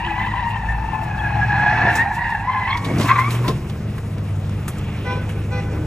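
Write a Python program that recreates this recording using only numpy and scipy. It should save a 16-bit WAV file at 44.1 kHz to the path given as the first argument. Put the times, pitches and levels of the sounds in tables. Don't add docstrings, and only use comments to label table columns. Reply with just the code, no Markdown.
import sys
import numpy as np
from scipy import signal
from scipy.fft import rfft, irfft, next_fast_len
from scipy.io import wavfile

SR = 44100
rng = np.random.default_rng(int(sys.argv[2]) if len(sys.argv) > 2 else 0)


def wav_out(sig):
    wavfile.write(sys.argv[1], SR, np.round(np.clip(np.atleast_2d(sig).T, -1, 1) * 32767).astype(np.int16))


N = 258426
TIME = np.arange(N) / SR

# f/Hz, density/dB
BUFFET_COLOUR = [(60, -28), (110, 2), (170, 2), (280, -4), (410, -4), (560, -8.5), (800, -26), (1200, -50),
                 (2500, -49.5)]
TYRE_NOISE_COLOUR = [(300, 8.5), (500, -6), (700, 6), (1080, 11.5), (1500, -5.5), (2000, 16), (2800, -10.5),
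                     (3600, -35), (5000, -7.5)]
HISS_COLOUR = [(1500, -6), (2800, 11.5), (4000, 9.5), (4800, 4.5), (5600, 3), (7500, 7.5), (10000, -1.5),
               (12500, -2), (14500, -3.5), (16000, -16)]
RUMBLE_COLOUR = [(22, -26), (30, -30), (40, 9), (60, -4), (100, -3.5), (185, -10), (260, -23), (500, -24)]
# f/Hz, left-right correlation
STEREO_LIKENESS = [(40, 1), (120, 1), (250, 1), (500, 0.99), (1000, 0.83), (2000, 0.99), (4000, 0.48),
                   (8000, 1), (14000, 0.78)]
# t/s, level/dB
TYRE_NOISE_LEVEL = [(0, -40.5), (1.2, -38.5), (1.9, -26), (2.2, -46.5), (2.75, -39.5), (3.05, -29.5),
                    (3.45, -36.5), (3.65, -42.5), (4.2, -43.5), (4.6, -42), (4.95, -40), (5.4, -41.5),
                    (5.86, -39.5)]
# peak t/s, fall time/s, level/dB
GUSTS = [(1.85, 0.073, -23.5), (2.0, 0.029, -35), (2.9, 0.095, -25.5), (3.0, 0.034, -24.5),
         (3.2, 0.018, -32), (3.335, 0.096, -32), (3.5, 0.041, -23), (5.14, 0.14, -29.5), (5.76, 0.34, -28)]
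RUSTLES = [(.5, 0.03, -48), (1.04, 0.016, -45.5), (1.25, 0.066, -58), (1.965, 0.033, -32.5),
           (2.155, 0.02, -39.5), (2.305, 0.014, -45.5), (2.862, 0.12, -44), (3.01, 0.017, -33),
           (3.08, 0.04, -36), (3.2, 0.012, -34), (3.33, 0.067, -37), (3.482, 0.046, -41),
           (3.695, 0.018, -49)]
# t/s, level/dB
DOOR_BUMPS = [(2.827, -25), (2.847, -24.5), (2.865, -22), (2.912, -19), (2.938, -20.5), (2.964, -17),
              (2.981, -23), (3.002, -18), (3.043, -15), (3.057, -24), (3.485, -16), (3.522, -30)]
# f/Hz, level/dB, t60/s
DOOR_MODES = [(125.3, -1, 0.18), (152, -1.5, .07), (205.4, -5.5, 0.065), (276, -0.5, 0.076),
              (357, -9, 0.038), (486, -12, 0.032), (692, -8, 0.037)]
# t/s, crack level/dB, f/Hz, thud level/dB, t60/s
KNOCKS_AND_SLAP = [(1.953, -29, 7330, -28, 0.14), (2.152, -57, 8020, -55, 0.15),
                   (2.769, -30, 4800, -44.5, 0.075), (2.844, -27.5, 3900, -38, 0.11),
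                   (2.982, -29, 5920, -27, 0.058), (2.996, -26, 4530, -19, 0.039),
                   (3.009, -26, 4030, -22, 0.097), (3.028, -29.5, 5090, -31, 0.11),
                   (3.047, -27, 4500, -34, 0.038), (3.094, -21, 5000, -40, 0.016),
                   (3.192, -50, 8570, -29, 0.075), (3.267, -36, 4530, -48, .03),
                   (3.303, -24.5, 3860, -50, 0.072), (3.307, -37, 12100, -51, .11),
                   (3.346, -26.5, 2930, -60, 0.11), (3.478, -21.5, 4670, -23, 0.095),
                   (3.695, -35, 4480, -33, 0.06), (3.979, -27, 2473, -22.5, 0.033),
                   (4.18, -45, 5994, -31, 0.039), (4.492, -42, 7100, -31, 0.039),
                   (4.679, -27.5, 11200, -26, 0.091), (4.783, -40.5, 10270, -53, 0.05),
                   (5.287, -35, 2815, -42, 0.22)]

# multiple of its cycle rate, level/dB
IDLE_ORDERS = [(4, -8.5), (6, 1.5), (8, 4.5), (10, -0.5), (11, -1.5), (12, -5), (13, 1), (15, -5.5),
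               (16, -1), (17, -7.5), (18, -9)]
# t/s, f/Hz
BURBLE_PITCH = [(0, 52.2), (.55, 53.6), (.85, 57.6), (1.3, 66.53), (1.85, 74.5), (2.2, 83.06),
                (2.65, 94.43), (3.0, 80.9), (3.5, 77), (4.0, 77.67), (4.6, 76.13), (5.86, 76.38)]
# t/s, note level/dB, overtone level/dB
BURBLE_AND_GUST_LEVELS = [(0, -27, -44), (.47, -37.5, -39), (.69, -20, -37), (.87, -24, -30),
                          (.96, -40, -28.5), (1.3, -25, -25.5), (1.65, -30, -24.5), (1.78, -36, -38),
                          (1.87, -27, -30), (2.12, -40, -44), (2.8, -30, -44), (3.0, -43, -16),
                          (3.15, -56, -78), (3.4, -37, -40), (3.51, -33, -23), (3.62, -30, -30.5),
                          (4.4, -30, -28.5), (5.86, -25.5, -29.5)]
# f in sixths of the note, level/dB
BURBLE_ORDERS = [(7, -31), (9, -3), (10, -4), (11, 0.5), (12, 1.5), (13, -18.5), (15, -13.5), (16, -3),
                 (17, -24), (18, -15.5), (22, -23.5), (24, -14.5)]
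# t/s, f/Hz
DRONE_PITCH = [(0, 123), (.12, 109), (.25, 104), (.75, 110), (1.1, 108.6), (1.75, 115.4), (2.1, 110),
               (2.7, 108), (3.0, 103), (3.15, 119), (3.33, 117), (3.5, 125), (3.7, 109), (3.9, 107.4),
               (4.3, 97.6), (4.7, 99), (5.2, 101.6), (5.86, 103)]
# t/s, fundamental level/dB, third harmonic level/dB
DRONE_LEVELS = [(0, -51, -49), (.08, -44, -39), (.2, -30, -53), (.65, -30, -49), (.8, -34, -40.5),
                (1.08, -44, -41.5), (1.35, -23, -50), (1.66, -28.5, -44), (1.87, -21, -46),
                (2.12, -40, -51.5), (2.8, -30, -42), (3.15, -22, -51), (3.47, -17.5, -36),
                (3.62, -33, -39.5), (3.8, -28.5, -51), (4.4, -21, -57), (4.9, -31, -39), (5.45, -26.5, -41),
                (5.86, -25, -28)]
# t/s, length/s, level/dB, blare boost/dB, echo delay/s, echo level/dB
TOOTS = [(5.043, 0.089, 1, 2.5, 0.051, -8.5), (5.504, 0.095, 1, 3.5, .07, -16)]
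# f/Hz, level/dB of each harmonic
HORNS = [(401, [-49, -36, -47, -55, -42, -46, -58, -65, -69, -61, -59, -72]),
         (498.5, [-35.5, -37.5, -36, -45, -47, -67, -53, -56, -64, -71, -55, -59])]

# peak t/s, fall time/s, level/dB
SCUFFS = [(4.9, 0.24, -43.5), (5.12, 0.052, -39)]
# middle t/s, length/s, starting f/Hz, level/dB
SQUEAKS = [(0.563, 0.0231, 3010, -37), (1.199, 0.02, 3220, -34.5), (2.718, 0.03, 3300, -28)]
# f/Hz, width/Hz, slide level/dB, bite level/dB
TYRE_WALL_MODES = [(755, 470, -5, -15), (1070, 200, -8, 13), (1470, 340, -6, 5), (1880, 330, 0, 3.5),
                   (2427, 710, 1, 4.5), (3400, 600, -24, -4.5), (4030, 470, -13, -9)]
# t/s, length/s, f/Hz, fundamental level/dB, octave level/dB, judder level/dB, glide/(Hz/s)
BITES = [(.2, 0.037, 997, -42, -26.5, -51, 49.5), (.385, 0.038, 993, -26, -46, -58, -300),
         (.44, .045, 925, -21, -31, -57, 405.5), (.69, 0.04015, 891, -30, -26.5, -57, 193),
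         (.92, 0.04505, 1026, -29, -55, -56, 99), (1.253, .014, 825, -44, -20.5, -49, 199),
         (1.418, 0.0142, 833.6, -25, -18.5, -50, 199), (1.66, 0.0204, 814.4, -32, -16.5, -53, 298.5),
         (1.875, 0.0298, 880, -30, -27, -46, 499), (1.99, 0.031, 893, -20.5, -12, -33, 1097),
         (2.06, 0.0268, 805, -23, -30, -50, 199), (2.186, 0.051, 958, -25, -25, -38, -500),
         (2.285, .025, 912, -31, -30, -38, 495), (2.48, 0.03, 1015, -17.5, -44, -52, 200),
         (2.545, 0.048, 1035, -19.5, -36, -45, 100), (2.68, 0.035, 1067, -24, -27, -35, 1000),
         (2.758, .008, 951, -18.5, -36, -32, 1397), (3.0, .02, 1030, -37, -30, -30, 1400),
         (3.05, 0.019, 1116, -32, -38.5, -24, 1400), (3.092, 0.0088, 1052, -31, -28, -9.5, 1400),
         (3.104, 0.0029, 1045, -11, -27, -20.5, 1398), (3.12, 0.0029, 1071, -13, -22, -20, 1400),
         (3.142, 0.0036, 1197, -34, -43, -39, 1400), (3.162, 0.0098, 1163, -24, -34, -18, 1399),
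         (3.188, 0.022, 1011, -12.5, -17, -20.5, 1398), (3.24, 0.041, 1085, -23, -26, -42, 1796),
         (3.448, 0.058, 965, -24.5, -45, -29.5, 1400)]
# t/s, level/dB
GROWL_LEVEL = [(0, -54), (.6, -45), (.72, -40.5), (.8, -52), (1.02, -36), (1.12, -47), (1.35, -36),
               (1.55, -41), (1.72, -23.5), (1.8, -26.5), (1.89, -18), (2.0, -44), (2.2, -44), (2.65, -54),
               (2.85, -65)]
# t/s, f/Hz, level/dB added to the slide
INNER_SLIP = [(0, 875, -1.5), (.15, 847, 1), (.23, 882, 5), (.31, 942, 2), (.38, 895, 5), (.47, 924, -4.5),
              (.62, 878, 3.5), (.75, 840, -0.5), (.9, 871, -10.5), (1.1, 834, -5.5), (1.33, 810.7, 0),
              (1.55, 828.8, 0), (1.72, 839, -2), (1.87, 848, -1.5), (2.07, 817, -6), (2.25, 888, -1),
              (2.38, 822, 2), (2.47, 861, -2), (2.63, 850, -1), (2.76, 928, -1.5)]
# pitch ratio, level/dB
SHOULDERS = [(.91, -5), (1.12, -2.5)]
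# t/s, f/Hz
OUTER_PITCH = [(0, 915), (.09, 995), (.15, 975), (.23, 998), (.33, 965), (.4, 980), (.47, 938), (.58, 912),
               (.66, 882), (.85, 888), (1.05, 866), (1.12, 828), (1.19, 878), (1.27, 836), (1.45, 835),
               (1.58, 852), (1.67, 832), (1.73, 858), (1.79, 848), (1.89, 892), (1.96, 875), (2.04, 945),
               (2.12, 850), (2.2, 948), (2.27, 908), (2.32, 925), (2.41, 890), (2.48, 1015), (2.57, 1045),
               (2.65, 988), (2.75, 1110)]
# t/s, level/dB, octave offset/dB, third harmonic offset/dB
SLIDE_LEVELS = [(0, -25, -5, -1.5), (.22, -26.5, -4, -3.5), (.54, -22.5, -8, -8), (.63, -29, -6, -12),
                (.95, -23.5, -8.5, -11), (1.14, -28, -3, -12), (1.3, -24.5, -2.5, -7.5),
                (1.46, -24, -5.5, -10.5), (1.54, -20, 1, -10), (1.89, -17.5, 2.5, -12),
                (2.08, -20.5, -10, -26), (2.25, -23, 2.5, -8.5), (2.42, -23.5, -8.5, -17.5),
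                (2.5, -21.5, -3, -13.5), (2.74, -21.5, -1, -3.5), (2.82, -29.5, -7, -38),
                (2.9, -30, 1.5, -14), (3.1, -72, -4, -19)]

# delay/s, level/dB
FACADE_ECHOES = [(0.024, -9), (0.049, -31), (0.082, -42), (0.178, -20.5)]
# f/Hz, width/Hz, gain/dB
WINDOW_EQ = [(512, 94, -19.5), (1360, 77, -1), (1497, 68, -6), (2660, 106, 1.5), (2950, 540, -14),
             (3250, 120, -1.5), (3880, 250, -0.5), (3950, 99, 0), (5040, 1150, -11)]
# t/s, left minus right level/dB
STREET_PAN = [(0, 6.5), (.6, 7.5), (1.25, 12), (1.7, -0.5), (2.3, -1.5), (3.7, 2.5), (4.3, 10), (4.9, 0.5),
              (5.86, 1)]
# f/Hz, left's phase lead/rad, left minus right level/dB
PORT_MISMATCH = [(60, .03, 0), (150, .03, 0), (330, -.22, 1.4), (650, -.52, 0), (1200, -.1, 0),
                 (2200, .42, -1.4), (3200, 1.65, -3.2), (4400, 1.55, -1.5), (6000, .6, -.3), (9000, .2, 0)]


def from_db(db):
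    return np.exp(np.asarray(db) * (np.log(10) / 20))


def rms_one(x):
    return x / np.sqrt(np.mean(x ** 2) + 1e-20)


def in_time(rows):
    times, *columns = np.transpose(rows)
    return [np.interp(TIME, times, column) for column in columns]


def at_hz(points, hz):
    freqs, values = np.transpose(points)
    return np.interp(np.log(hz), np.log(freqs), values)


def drift(rate_hz):
    hop, settle = 20, 4000
    pole = np.exp(-2 * np.pi * hop * rate_hz / SR)
    white = rng.standard_normal(N // hop + settle + 2)
    slow = signal.lfilter([1], [1, -2 * pole, pole * pole], white)[settle:]
    return np.interp(np.arange(N) / hop, np.arange(len(slow)), rms_one(slow))


def band(x, low_hz, high_hz):
    sos = signal.butter(2, [low_hz, min(high_hz, SR * .45)], "band", fs=SR, output="sos")
    return signal.sosfilt(sos, x + 1e-18)


def phase_of(hz):
    return 2 * np.pi * (np.cumsum(hz) / SR + rng.random())


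def delayed(x, delay_s):
    return np.interp(TIME - delay_s, TIME, x, left=0)


def swells(rows, rise):
    return sum(from_db(db) * np.exp(-np.minimum(np.maximum((s - TIME) / rise, TIME - s) / fall, 50))
               for s, fall, db in rows)


def street(x, echo_db, tail_db, cabin_db):
    street_t60, cabin_t60 = 0.81, 0.05
    echoes = sum(from_db(db + echo_db) * delayed(x, delay) for delay, db in FACADE_ECHOES)
    tail = rng.standard_normal(SR) * from_db(-60 * TIME[:SR] / street_t60)
    cabin = rng.standard_normal((2, SR)) * from_db(-60 * TIME[:SR] / cabin_t60)
    tail *= from_db(tail_db) / np.linalg.norm(tail)
    cabin *= from_db(cabin_db) / np.linalg.norm(cabin[0])
    early = x + echoes
    return early + signal.fftconvolve(early[None], tail + cabin, axes=1)[:, :N]


def noise_bed(colour, flicker_db):
    out, together = 0, drift(14)
    edges = 22 * 2 ** np.arange(0, 10, .5)
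    white = rng.standard_normal((2, 2, N))
    for k, (low, high) in enumerate(zip(edges, edges[1:])):
        hz = np.sqrt(low * high)
        if high > colour[0][0] and low < colour[-1][0]:
            mid, side = band(white[k % 2], low, high)
            alike = at_hz(STEREO_LIKENESS, hz)
            gain = from_db(at_hz(colour, hz) + flicker_db * (together + 1.5 * drift(13)))
            out += gain * (np.sqrt(1 + alike) * mid + np.sqrt(1 - alike) * side * [[1], [-1]])
    return rms_one(out)


def port_air():
    return from_db(-59) * rms_one(band(rng.standard_normal((2, N)), 30, 170))


def road_noise():
    rough_db, = in_time(TYRE_NOISE_LEVEL)
    rough = from_db(rough_db) * noise_bed(TYRE_NOISE_COLOUR, flicker_db=1)
    return rough + from_db(-33.5) * noise_bed(RUMBLE_COLOUR, flicker_db=0.7)


def air_and_cloth():
    step_s = (3.05, 2.878)
    draught = from_db(np.interp(TIME, step_s, (-45.5, -36)))
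    steady_hiss = from_db(np.interp(TIME, step_s, (-55, -51.5)))
    buffet = np.hypot(draught, swells(GUSTS, rise=0.72)) * noise_bed(BUFFET_COLOUR, flicker_db=1)
    rustle = swells(RUSTLES, rise=1) * rms_one(from_db(0.5 * drift(190)))
    return buffet + np.hypot(steady_hiss, rustle) * noise_bed(HISS_COLOUR, flicker_db=1.1)


def door_bumps():
    age = TIME[:SR // 4]
    out = np.zeros(N)
    for s, db in DOOR_BUMPS:
        strengths = from_db(db + rng.normal(0, 3.2, len(DOOR_MODES)))
        strengths *= rng.choice([-1, 1], len(DOOR_MODES))
        start = int(s * SR)
        for strength, (hz, mode_db, t60) in zip(strengths, DOOR_MODES):
            ring = from_db(mode_db - 60 * age / t60) * np.sin(2 * np.pi * hz * age)
            out[start:start + len(age)] += strength * ring
    return out


def knocks_and_slap():
    attack_cycles = 18
    age = TIME[:SR // 2]
    out = np.zeros((2, N))
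    for s, crack_db, hz, thud_db, t60 in KNOCKS_AND_SLAP:
        grit = rng.standard_normal(len(age)) + 0.64 * rng.standard_normal((2, len(age)))
        thud = rms_one(band(rng.standard_normal(len(age)), 150, 1800))
        crack = rms_one(band(grit, hz * 0.52, hz * 1.13) + 0.18 * band(grit, 1400, 11300))
        envelope = np.clip(age * hz / attack_cycles, 0, 1) * from_db(-60 * age / t60)
        start = int(s * SR)
        out[:, start:start + len(age)] += envelope * (from_db(crack_db) * crack + from_db(thud_db) * thud)
    return out


def idling_engine():
    cycle_hz, trim_db = 12.8, -42.5
    cycle = phase_of(cycle_hz * (1 + .004 * drift(3)))
    return sum(np.sqrt(2) * from_db(trim_db + db) * np.sin(order * cycle + 2 * np.pi * rng.random())
               for order, db in IDLE_ORDERS)


def partial(phase, level_db, waver_db=0):
    return np.sqrt(2) * from_db(level_db + waver_db * drift(2.6)) * np.sin(phase)


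def burble_and_gusts():
    hz, = in_time(BURBLE_PITCH)
    note_db, overtone_db = in_time(BURBLE_AND_GUST_LEVELS)
    note = phase_of(hz * (1 + 0.01448 * drift(15.1)))
    out = partial(note, note_db - 2) + from_db(note_db - 10) * np.sin(note / 2)
    for sixths, db in BURBLE_ORDERS:
        out += partial(sixths * note / 6 + 2 * np.pi * rng.random(), overtone_db + db - 6.5)
    return out


def engine_drone():
    hz, = in_time(DRONE_PITCH)
    boom_db, third_db = in_time(DRONE_LEVELS)
    phase = phase_of(hz * (1 + 0.003 * drift(18)))
    return (partial(phase, boom_db - 1, waver_db=0.74)
            + partial(2 * phase, boom_db - 18, waver_db=4)
            + partial(3 * phase, third_db - 4, waver_db=5.5))


def horn():
    attack_s, release_t60 = 0.028, 0.04
    blare_hz, blare_octaves = 1900, 0.64
    out = 0
    for s, length, toot_db, blare_db, echo_s, echo_db in TOOTS:
        toot = 0
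        for hz, harmonics in HORNS:
            phase = phase_of(hz * (1 + 0.003 * drift(22.8) + 0.007 * drift(303)))
            for k, db in enumerate(harmonics, 1):
                boost_db = blare_db * np.exp(-(np.log2(k * hz / blare_hz) / blare_octaves) ** 2)
                toot += np.sqrt(2) * from_db(db + boost_db + 1.5 * drift(14)) * np.sin(k * phase)
        release_db = -60 * np.maximum(TIME - s - length, 0) / release_t60
        toot *= np.clip((TIME - s) / attack_s, 0, 1) * from_db(toot_db + release_db)
        far_echo = from_db(-21) * delayed(band(toot, 1220, 1790), .15)
        near_echo = from_db(echo_db) * delayed(toot, echo_s)
        out += street(toot + far_echo + near_echo, echo_db=-10, tail_db=-6.5, cabin_db=-10.5)
    return out


def scrub(effort_db):
    hiss_hz, scuff_hz = (2590, 4900), (2100, 3297)
    hiss = rms_one(band(band(rng.standard_normal(N), *hiss_hz), *hiss_hz))
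    scuff = rms_one(band(rng.standard_normal(N), *scuff_hz))
    return from_db(-63 + 0.94 * effort_db) * hiss + swells(SCUFFS, rise=0.97) * scuff


def squeaks():
    rise_hz_per_s = 5400
    out = 0
    for s, length, start_hz, db in SQUEAKS:
        age = np.clip(TIME - s + length / 2, 0, length)
        phase = phase_of(start_hz + rise_hz_per_s * age + 90 * drift(400))
        out += from_db(db) * np.sin(np.pi * age / length) * np.sin(phase)
    return out


def judder(sliding_db, biting_db):
    slips_per_s = 2500
    slips = (rng.random(N) < slips_per_s / SR) * rng.standard_normal(N)
    slide = bite = 0
    for hz, width, slide_db, bite_db in TYRE_WALL_MODES:
        edges = hz - width / 2, hz + width / 2
        ring = rms_one(band(band(slips, *edges), *edges))
        slide += from_db(slide_db) * ring
        bite += from_db(bite_db) * ring
    return from_db(sliding_db) * rms_one(slide) + from_db(biting_db) * rms_one(bite)


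def bite_curves():
    attack_s, sag_db_per_s, release_db_per_s = .011, 54, 613
    hz, gains = np.full(N, float(BITES[0][2])), 1e-6
    for s, length, start_hz, *levels_db, glide in BITES:
        age = TIME - s
        hz = np.where(age > -attack_s, start_hz + glide * np.minimum(age, 2 * length), hz)
        fall_db = sag_db_per_s * np.maximum(age, 0) + release_db_per_s * np.maximum(age - length, 0)
        envelope = np.clip(1 + age / attack_s, 0, 1) * from_db(-np.minimum(fall_db, 120))
        gains += from_db(levels_db)[:, None] * envelope
    return hz, *(20 * np.log10(gains))


def through_window(x):
    for hz, width, db in WINDOW_EQ:
        gain, half_width = from_db(db / 2), np.pi * width / SR
        tuning = -2 * np.cos(2 * np.pi * hz / SR)
        x = signal.lfilter([1 + half_width * gain, tuning, 1 - half_width * gain],
                           [1 + half_width / gain, tuning, 1 - half_width / gain], x)
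    return x


def stick_slip(hz, levels_db, waver, rasp, trims_db, flutter_db=2.8):
    first, octave, third = levels_db
    octave_trim, third_trim, fourth_trim = trims_db
    fourth = (octave + third) / 2 + fourth_trim
    phase = phase_of(hz * (1 + waver * drift(24.04) + rasp * drift(254.4)))
    grip = drift(77)
    out = 0
    for k, db in enumerate([first, octave + octave_trim, third + third_trim, fourth, fourth - 4], 1):
        flutter = rms_one(from_db(flutter_db * (grip + 1.35 * drift(72))))
        smear_rad = 0.28 * min(k - 1, 3) * drift(170)
        out += from_db(db) * flutter * np.sqrt(2) * np.sin(k * phase + smear_rad)
    return out


def inner_tyre(levels_db):
    hz, offset_db = in_time(INNER_SLIP)
    tone = stick_slip(hz, levels_db, waver=.018, rasp=.022, trims_db=(1.5, -1, -14))
    for ratio, db in SHOULDERS:
        tone += from_db(db) * stick_slip(ratio * hz, levels_db, waver=.035, rasp=.022,
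                                         trims_db=(-4, 0, -19))
    return from_db(offset_db) * tone


def tread_growl():
    db, = in_time(GROWL_LEVEL)
    return stick_slip(hz=723, levels_db=(db, db - 11, db - 16), waver=.03, rasp=.025,
                      trims_db=(0, 0, -22))


def tyre_squeal():
    outer_hz, = in_time(OUTER_PITCH)
    slide_db, octave_db, third_db = in_time(SLIDE_LEVELS)
    effort_db = slide_db + 19.5
    levels_db = slide_db, slide_db + octave_db, slide_db + third_db
    outer = stick_slip(outer_hz, levels_db, waver=.009, rasp=.009, trims_db=(2.5, 5.5, -15), flutter_db=3)
    inner = inner_tyre(levels_db)
    growl = tread_growl()
    bite_hz, bite_db, bite_octave_db, bite_judder_db = bite_curves()
    chirps = stick_slip(bite_hz, (bite_db, bite_octave_db, bite_octave_db - 12),
                        waver=.008, rasp=.012, trims_db=(1, -2, -21), flutter_db=1.7)
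    tones = from_db(-6) * outer + from_db(-7) * inner + from_db(-2.5) * growl + from_db(-1) * chirps
    shudder = judder(sliding_db=-31 + 2.84 * effort_db, biting_db=bite_judder_db)
    tyres = through_window(tones + shudder) + squeaks() + scrub(effort_db)
    return street(tyres, echo_db=-8, tail_db=-16, cabin_db=-11)


def scene():
    return (tyre_squeal() + engine_drone() + burble_and_gusts() + idling_engine() + horn()
            + knocks_and_slap() + door_bumps() + air_and_cloth() + road_noise() + port_air())


def microphones(x):
    mids_low_hz, mids_high_hz = 460, 1250
    size = next_fast_len(N + 4096)
    hz = np.maximum(np.arange(size // 2 + 1) * SR / size, 1)
    ports, sides = np.array(PORT_MISMATCH), np.array([[.5], [-.5]])
    lead_rad, tilt_db = at_hz(ports[:, :2], hz), at_hz(ports[:, ::2], hz)
    spectrum = rfft(x, size) * from_db(sides * tilt_db) * np.exp(1j * sides * lead_rad)
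    mid_share = 1 / (1 + (mids_low_hz / hz) ** 8) / (1 + (hz / mids_high_hz) ** 8)
    mids = irfft(spectrum * mid_share, size)[:, :N]
    lows_and_highs = irfft(spectrum * (1 - mid_share), size)[:, :N]
    pan_db, = in_time(STREET_PAN)
    return lows_and_highs + from_db(sides * pan_db) * mids


def record(dry):
    low_cut_hz, high_cut_hz, ceiling = 32, 15400, 1.3
    heard = signal.lfilter(*signal.butter(2, low_cut_hz, "high", fs=SR), microphones(dry))
    rounded = ceiling * np.tanh(heard / ceiling)
    return signal.sosfilt(signal.ellip(10, .1, 80, high_cut_hz, fs=SR, output="sos"), rounded)


dry = scene()
out = record(dry)
wav_out(out)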